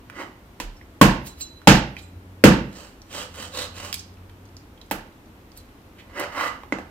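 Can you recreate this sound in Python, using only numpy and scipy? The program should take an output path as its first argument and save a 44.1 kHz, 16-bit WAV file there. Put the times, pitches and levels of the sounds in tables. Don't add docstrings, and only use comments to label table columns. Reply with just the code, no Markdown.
import sys
import numpy as np
from scipy import signal
from scipy.fft import rfft, irfft
from scipy.io import wavfile

SR = 44100
rng = np.random.default_rng(int(sys.argv[2]) if len(sys.argv) > 2 else 0)


def dump(signal):
    limited = np.clip(np.atleast_2d(signal).T, -1, 1)
    pcm = np.round(limited * 32767).astype(np.int16)
    wavfile.write(sys.argv[1], SR, pcm)


N = 304290

# f/Hz, level/dB
AIR_SPECTRUM = [(15, -27), (30, -7), (50, -1.5), (92, -1.5), (150, -11.5), (270, -6), (400, -12.5),
                (620, -17.5), (1000, -18.5), (2500, -26), (5000, -34), (9500, -39), (14800, -35.5),
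                (16000, -52)]
# order, level/dB
ENGINE_ORDERS = [(1, 3), (2, -8.5), (3, -19.5)]
# t/s, length/s, start f/Hz, level/dB
ENGINE_PULLS = [(0.853, 0.76, 68, -50.5), (1.93, 0.58, 86.2, -44.5), (3.198, 1.46, 86.5, -47)]
# t/s, level/dB, centre/Hz, half-width/oct
SNAPS = [(0.099, -16.5, 1350, 0.88), (.812, -20.5, 2030, 0.19), (1.6173, -26.5, 1290, 0.78),
         (1.9666, -14, 2400, 0.4), (3.018, -23.5, 5260, 0.31), (3.928, -1.5, 4020, 0.79),
         (3.942, -2, 4260, 1.5), (4.296, -26.5, 2730, 0.6), (4.5674, -20.5, 5200, 0.3),
         (4.8147, -21.5, 4050, 0.29), (5.5747, -20, 11160, 0.26), (6.198, -9.5, 7290, 1.9),
         (6.409, -3.5, 1220, 0.19), (6.6346, -13.5, 910, 0.47)]
# t/s, length/s, level/dB, resonance/Hz, resonance re level/dB
SCRAPE_STROKES = [(.168, 0.061, -37.5, 353, -4.5), (6.178, 0.064, -30.5, 357.5, -9),
                  (6.368, 0.11, -30.5, 1200, -1)]
# t/s, length/s, level/dB, resonance/Hz, resonance re level/dB
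SAW_STROKES = [(2.73, 0.16, -50, 2970, -12.5), (3.129, 0.11, -38, 3190, -6.5),
               (3.358, 0.11, -41, 3040, -6.5), (3.549, 0.095, -36, 3870, -0.5),
               (3.767, 0.14, -42.5, 2830, -5.5)]
# f/Hz, level/dB
WOOD_SPECTRUM = [(100, -25), (200, -21.5), (330, -10), (410, -21.5), (480, -4.5), (1230, -4), (1770, -7.5),
                 (2070, 0), (2400, -16.5), (2960, -8.5), (3400, -24), (4800, -20.5), (10000, -40),
                 (16000, -36.5)]
# f/Hz, level/dB
MEAT_SPECTRUM = [(90, -33), (180, -5.5), (350, -11.5), (520, -0.5), (620, -8), (1300, -7.5), (2400, -14.5),
                 (2850, -5), (3400, -20.5), (3950, -11), (6000, -13.5), (8300, -11), (9800, -24),
                 (16000, -28)]
# t/s, thud/dB, slap/dB, crack/dB, fizz/dB, crush decay/s, knock/Hz, shudder/dB
BLOWS = [(0.601, 1.5, -6, -10, 0, 0.019, 1000, -31), (1.0134, 29.5, 22, 11, 24.5, 0.0012, 1080, -23),
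         (1.673, 30, 24, 16.5, 20, 0.043, 857, -24), (2.4393, 35.5, 23, 12.5, 23.5, 0.0015, 500, -29),
         (4.912, 8, 3, -8.5, 12, 0.011, 892, -43), (6.724, 11, 2.5, -15, -20, 0.00047, 2055, -66),
         (6.786, 2.5, -9.5, -27, -20, 0.0016, 810, -76)]
# f/Hz, level/dB
BLOW_SPECTRUM = [(30, -34.5), (85, -14.5), (170, -3), (330, 0.5), (420, -7.5), (520, 0), (660, -4.5),
                 (900, -0.5), (1250, -4), (1550, -1), (2250, -1), (2750, 1.5), (3600, -1), (7500, -5),
                 (9500, -16.5), (15500, -24.5)]
# f/Hz, level/dB, t60/s
COUNTER_MODES = [(57.2, -15.5, 0.54), (92, -17.5, 0.37), (121.6, -11, 0.44), (148, -8, 0.37),
                 (194.2, -1.5, 0.26), (223.5, -12, 0.321), (290.8, -14, 0.28), (312.2, -7, 0.24),
                 (453.3, -10, 0.2), (508, -20, 0.32), (725, -20, 0.29), (805, -24.5, 0.35),
                 (898, -20, 0.41), (1620, -12, 0.12), (2700, -29, 0.51), (2705, -27, 0.34)]
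# f/Hz, ring per slap/(dB/dB)
COUNTER_GROWTH = [(130, 1.57), (400, 1.13)]
# t/s, wet rub/dB, steel/dB, centre/Hz, half-width/oct
LIFTS = [(.769, -64, -47, 5400, .1), (1.27, -39, -47, 4500, 2.5), (1.408, -40.5, -37, 4800, 1.6),
         (1.989, -45, -53, 3600, .4), (2.024, -56, -53, 7700, .15), (2.762, -50, -56, 4900, .1),
         (3.994, -42, -39, 5400, .13), (5.574, -51, -54, 4500, 1.0), (6.0, -46, -58, 2400, .2)]
# f/Hz, level/dB, t60/s
BLADE_MODES = [(2620, -10, .25), (2860, -9, .16), (3435, -13, .2), (4016, -4, .5), (4344, 0, .12),
               (4580, -1, .09), (5390, -5, .22), (6358, -2, .33), (7467, 2, .22), (7628, 1, .16),
               (8150, -12, .12), (10350, -13, .12), (11500, -9, .14), (13600, -11, .12), (15200, -11, .1)]
# f/Hz, t60/s
KITCHEN_T60 = [(60, 0.76), (200, 0.41), (800, 0.43), (2500, 0.4), (5000, 0.36), (9000, 0.23), (16000, 0.2)]
# f/Hz, level/dB
RIGHT_BIAS = [(100, 2.5), (500, 1.5), (1400, 6), (3000, 5.5), (12000, 4.5)]

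HEAVY_SLAP_DB = 22.5


def amp(db):
    return 10 ** (np.asarray(db) / 20)


def unit(x):
    return x / np.sqrt(np.mean(x ** 2) + 1e-20)


def read(points, hz):
    f, value = np.transpose(points)
    return np.interp(np.log(hz + 1), np.log(f + 1), value)


def add(mix, at_s, sound):
    part = mix[round(at_s * SR):][:len(sound)]
    part += sound[:len(part)]


def bins(size):
    return np.fft.rfftfreq(size, 1 / SR)


def bell(hz, centre_hz, width_oct):
    return 1 / (1 + (np.log2((hz + 1) / centre_hz) / width_oct) ** 2)


def wander(size, step_s):
    knots_s = np.arange(0, size / SR + step_s, step_s)
    values = np.resize(rng.standard_normal(256), len(knots_s))
    return np.interp(np.arange(size) / SR, knots_s, values)


def click(spectrum_db):
    log_gain = np.log(amp(np.maximum(spectrum_db, -100)))
    mirrored = np.concatenate([log_gain, log_gain[-2:0:-1]])
    return np.fft.ifft(np.exp(np.conj(signal.hilbert(mirrored)))).real


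def impact(t, decay_s, grit):
    force = rng.standard_normal(len(t)) * np.exp(-t / decay_s)
    force *= grit / np.linalg.norm(force)
    force[0] += 1
    return force


def ring(t, hz, db, t60_s):
    return amp(db - 60 * t / t60_s) * np.sin(2 * np.pi * (hz * t + rng.random()))


def diffuse(pair, spacing_m=0.13):
    a, b = rfft(pair)
    coherence = np.sinc(2 * bins(pair.shape[1]) * spacing_m / 343)
    mid, side = a * np.sqrt((1 + coherence) / 2), b * np.sqrt((1 - coherence) / 2)
    return np.array([mid + side, mid - side])


def room_air(rms_db=-48):
    spectra = diffuse(rng.standard_normal((2, N))) * amp(read(AIR_SPECTRUM, bins(N)))
    return amp(rms_db) * unit(irfft(spectra, N))


def drone(hz, waver=0.21):
    turns = np.cumsum(hz) / SR
    return sum(amp(db) * np.sin(2 * np.pi * order * turns) * (1 + waver * wander(len(hz), step_s=0.02))
               for order, db in ENGINE_ORDERS)


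def engine(idle_hz=84, idle_db=-64, hunting_hz=1.0, speed_rise=0.1):
    out = amp(idle_db) * drone(idle_hz + hunting_hz * wander(N, step_s=0.18))
    for at_s, length_s, start_hz, db in ENGINE_PULLS:
        progress = np.arange(round(length_s * SR)) / (length_s * SR)
        arch = np.sin(np.pi * progress) ** 0.36
        add(out, at_s, amp(db) * arch * drone(start_hz * (1 + speed_rise * progress)))
    return out


def snap(centre_hz, width_oct):
    t = np.arange(SR // 40) / SR
    pulse = click(20 * np.log10(bell(bins(2048), centre_hz, width_oct)))
    force = impact(t, decay_s=0.0024, grit=1.7)
    return signal.fftconvolve(force, pulse / np.linalg.norm(pulse)) / np.linalg.norm(force)


def snaps(bite_boost_db=21):
    out = np.zeros(N)
    for at_s, db, centre_hz, width_oct in SNAPS:
        add(out, at_s, amp(db) * snap(centre_hz, width_oct))
    for at_s, _, db, *_ in SAW_STROKES:
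        add(out, at_s, amp(db + bite_boost_db) * snap(centre_hz=3400, width_oct=0.8))
    return out


def friction(spectrum_db, size, slips_per_s, spread_db):
    chance, sign, rarity = rng.random((3, size))
    strength = amp(spread_db * np.minimum(-np.log(rarity), 4))
    slips = strength * np.sign(sign - .5) * (chance < slips_per_s / SR)
    return unit(signal.fftconvolve(slips, click(spectrum_db))[:size])


def strokes(rows, rise_power, fall_power, meat_db, wood_db, resonance_q=7, catch_db=2.5):
    out, hz, size = np.zeros(N), bins(2048), SR * 2 // 3
    for at_s, length_s, db, peak_hz, peak_db in rows:
        meat = friction(read(MEAT_SPECTRUM, hz), size, slips_per_s=2500, spread_db=4)
        wood = friction(read(WOOD_SPECTRUM, hz), size, slips_per_s=1800, spread_db=1)
        detune = resonance_q * (hz / peak_hz - peak_hz / (hz + 1))
        resonance = friction(-10 * np.log10(1 + detune ** 2), size, slips_per_s=3800, spread_db=1)
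        start_s = max(at_s - .25, 0)
        travel = 2 * (start_s + np.arange(size) / SR - at_s) / length_s - 1
        arch = 1 / (1 + abs(travel) ** np.where(travel < 0, rise_power, fall_power))
        pressure = arch * amp(db + catch_db * wander(size, step_s=0.0071))
        add(out, start_s, pressure * (amp(meat_db) * meat + amp(wood_db) * wood + amp(peak_db) * resonance))
    return out


def blows(bass_db_per_db=0.78):
    out, contact = np.zeros((2, N))
    hz, t = bins(4096), np.arange(SR // 8) / SR
    colour_db = read(BLOW_SPECTRUM, hz)
    for at_s, thud_db, slap_db, crack_db, fizz_db, crush_s, *_ in BLOWS:
        bass_db = thud_db + bass_db_per_db * (slap_db - HEAVY_SLAP_DB)
        bands_db = read([(130, bass_db), (280, thud_db), (750, slap_db), (1600, slap_db),
                         (3400, crack_db), (7000, crack_db), (12000, fizz_db)], hz)
        pulse = click(colour_db + bands_db) / np.linalg.norm(click(colour_db))
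        add(out, at_s, signal.fftconvolve(impact(t, crush_s, grit=1.0), pulse))
        add(contact, at_s, pulse)
    return out, contact


def board_knocks(re_slap_db=-12, t60_s=0.02, rise_s=0.00091):
    out, t = np.zeros(N), np.arange(SR // 10) / SR
    for at_s, _, slap_db, *_, knock_hz, _ in BLOWS:
        envelope = amp(slap_db + re_slap_db - 60 * t / t60_s) * (1 - np.exp(-t / rise_s))
        add(out, at_s, envelope * np.sin(2 * np.pi * knock_hz * t))
    return out


def counter(heavy_gain_db=-2.5, rise_s=0.0055, shudder_hz=36, shudder_peak_s=0.068):
    out, t = np.zeros(N), np.arange(SR * 3 // 4) / SR
    modes = np.array([ring(t, *mode) for mode in COUNTER_MODES]) * (1 - np.exp(-t / rise_s))
    growth = read(COUNTER_GROWTH, np.array(COUNTER_MODES)[:, 0])
    swell = (t / shudder_peak_s * np.exp(1 - t / shudder_peak_s)) ** 4
    shudder = swell * np.sin(2 * np.pi * shudder_hz * t)
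    for at_s, _, slap_db, *_, shudder_db in BLOWS:
        mode_gains = amp(heavy_gain_db + growth * (slap_db - HEAVY_SLAP_DB))
        add(out, at_s, mode_gains @ modes + amp(shudder_db) * shudder)
    return out


def wet_rubs(rise_s=0.0134, fall_s=0.0098, widen_oct=0.35):
    out, hz, size = np.zeros(N), bins(2048), SR // 5
    t = (np.arange(size) - size // 2) / SR
    cling = np.exp(np.minimum(t / rise_s, -t / fall_s))
    for at_s, db, _, centre_hz, width_oct in LIFTS:
        colour_db = 20 * np.log10(bell(hz, centre_hz, width_oct + widen_oct))
        add(out, at_s + t[0], amp(db) * cling * friction(colour_db, size, slips_per_s=3000, spread_db=2))
    return out


def blade(rise_s=0.0011, waver_db=5.5):
    out, t = np.zeros(N), np.arange(SR // 2) / SR
    for at_s, _, db, centre_hz, width_oct in LIFTS:
        steel = np.zeros(len(t))
        for hz, mode_db, t60_s in BLADE_MODES:
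            mode = bell(hz, centre_hz, width_oct) * ring(t, hz, mode_db, t60_s)
            steel += mode * amp(waver_db * wander(len(t), step_s=0.021))
        add(out, at_s, amp(db) * steel * (1 - np.exp(-t / rise_s)))
    return out


def handling(start_s=4.05, end_s=5.95, min_db=-42, spread_db=12, count=18):
    out = np.zeros(N)
    for when, strength, pitch in rng.random((count, 3)):
        tick = snap(centre_hz=2500 * 3 ** pitch, width_oct=0.45)
        add(out, start_s + when * (end_s - start_s), amp(min_db + spread_db * strength) * tick)
    return out


def kitchen(direct, send, early_db=-2, early_decay_s=0.0094, echoes_per_s=8000):
    t = np.arange(SR * 3 // 4) / SR
    signs = rng.choice([-1., 1.], (2, len(t)))
    echoes = signs * (rng.random((2, len(t))) < echoes_per_s / SR) * (t > .003)
    hz, frame_s, spectra = signal.stft(echoes, SR, nperseg=256)
    decay = amp(-60 * frame_s / read(KITCHEN_T60, hz)[:, None])
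    tail = signal.istft(spectra * decay, SR, nperseg=256)[1][:, :len(t)]
    early = rng.standard_normal((2, len(t))) * np.exp(-t / early_decay_s) * (t > .001)
    response = tail / np.linalg.norm(tail[0]) + amp(early_db) * early / np.linalg.norm(early[0])
    reverb = signal.oaconvolve(send[None], irfft(diffuse(response)), axes=1)[:, :N]
    return reverb + np.array([direct, np.roll(direct, 3)])


def scene():
    chops, contact = blows()
    sawing = strokes(SAW_STROKES, rise_power=4.3, fall_power=4.0, meat_db=1.5, wood_db=-8)
    scraping = strokes(SCRAPE_STROKES, rise_power=2.7, fall_power=3.2, meat_db=-12, wood_db=1)
    rubbing = sawing + scraping + wet_rubs()
    ticks = snaps() + handling()
    rings = board_knocks() + blade()
    send = amp(1) * contact + amp(-4) * rubbing + amp(-7) * ticks + amp(-14) * rings
    work = kitchen(chops + rubbing + ticks + rings + counter(), send)
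    balance = amp(read(RIGHT_BIAS, bins(N)) * np.array([[-.5], [.5]]))
    return irfft(rfft(work) * balance, N) + room_air() + engine()


def record(dry, cutoff_hz=15900):
    clipped = dry / (1 + dry ** 6) ** (1 / 6)
    lowpass = signal.firwin(255, cutoff_hz, window=("kaiser", 8), fs=SR)
    return signal.oaconvolve(clipped, lowpass[None], "same")


dry = scene()
out = record(dry)
dump(out)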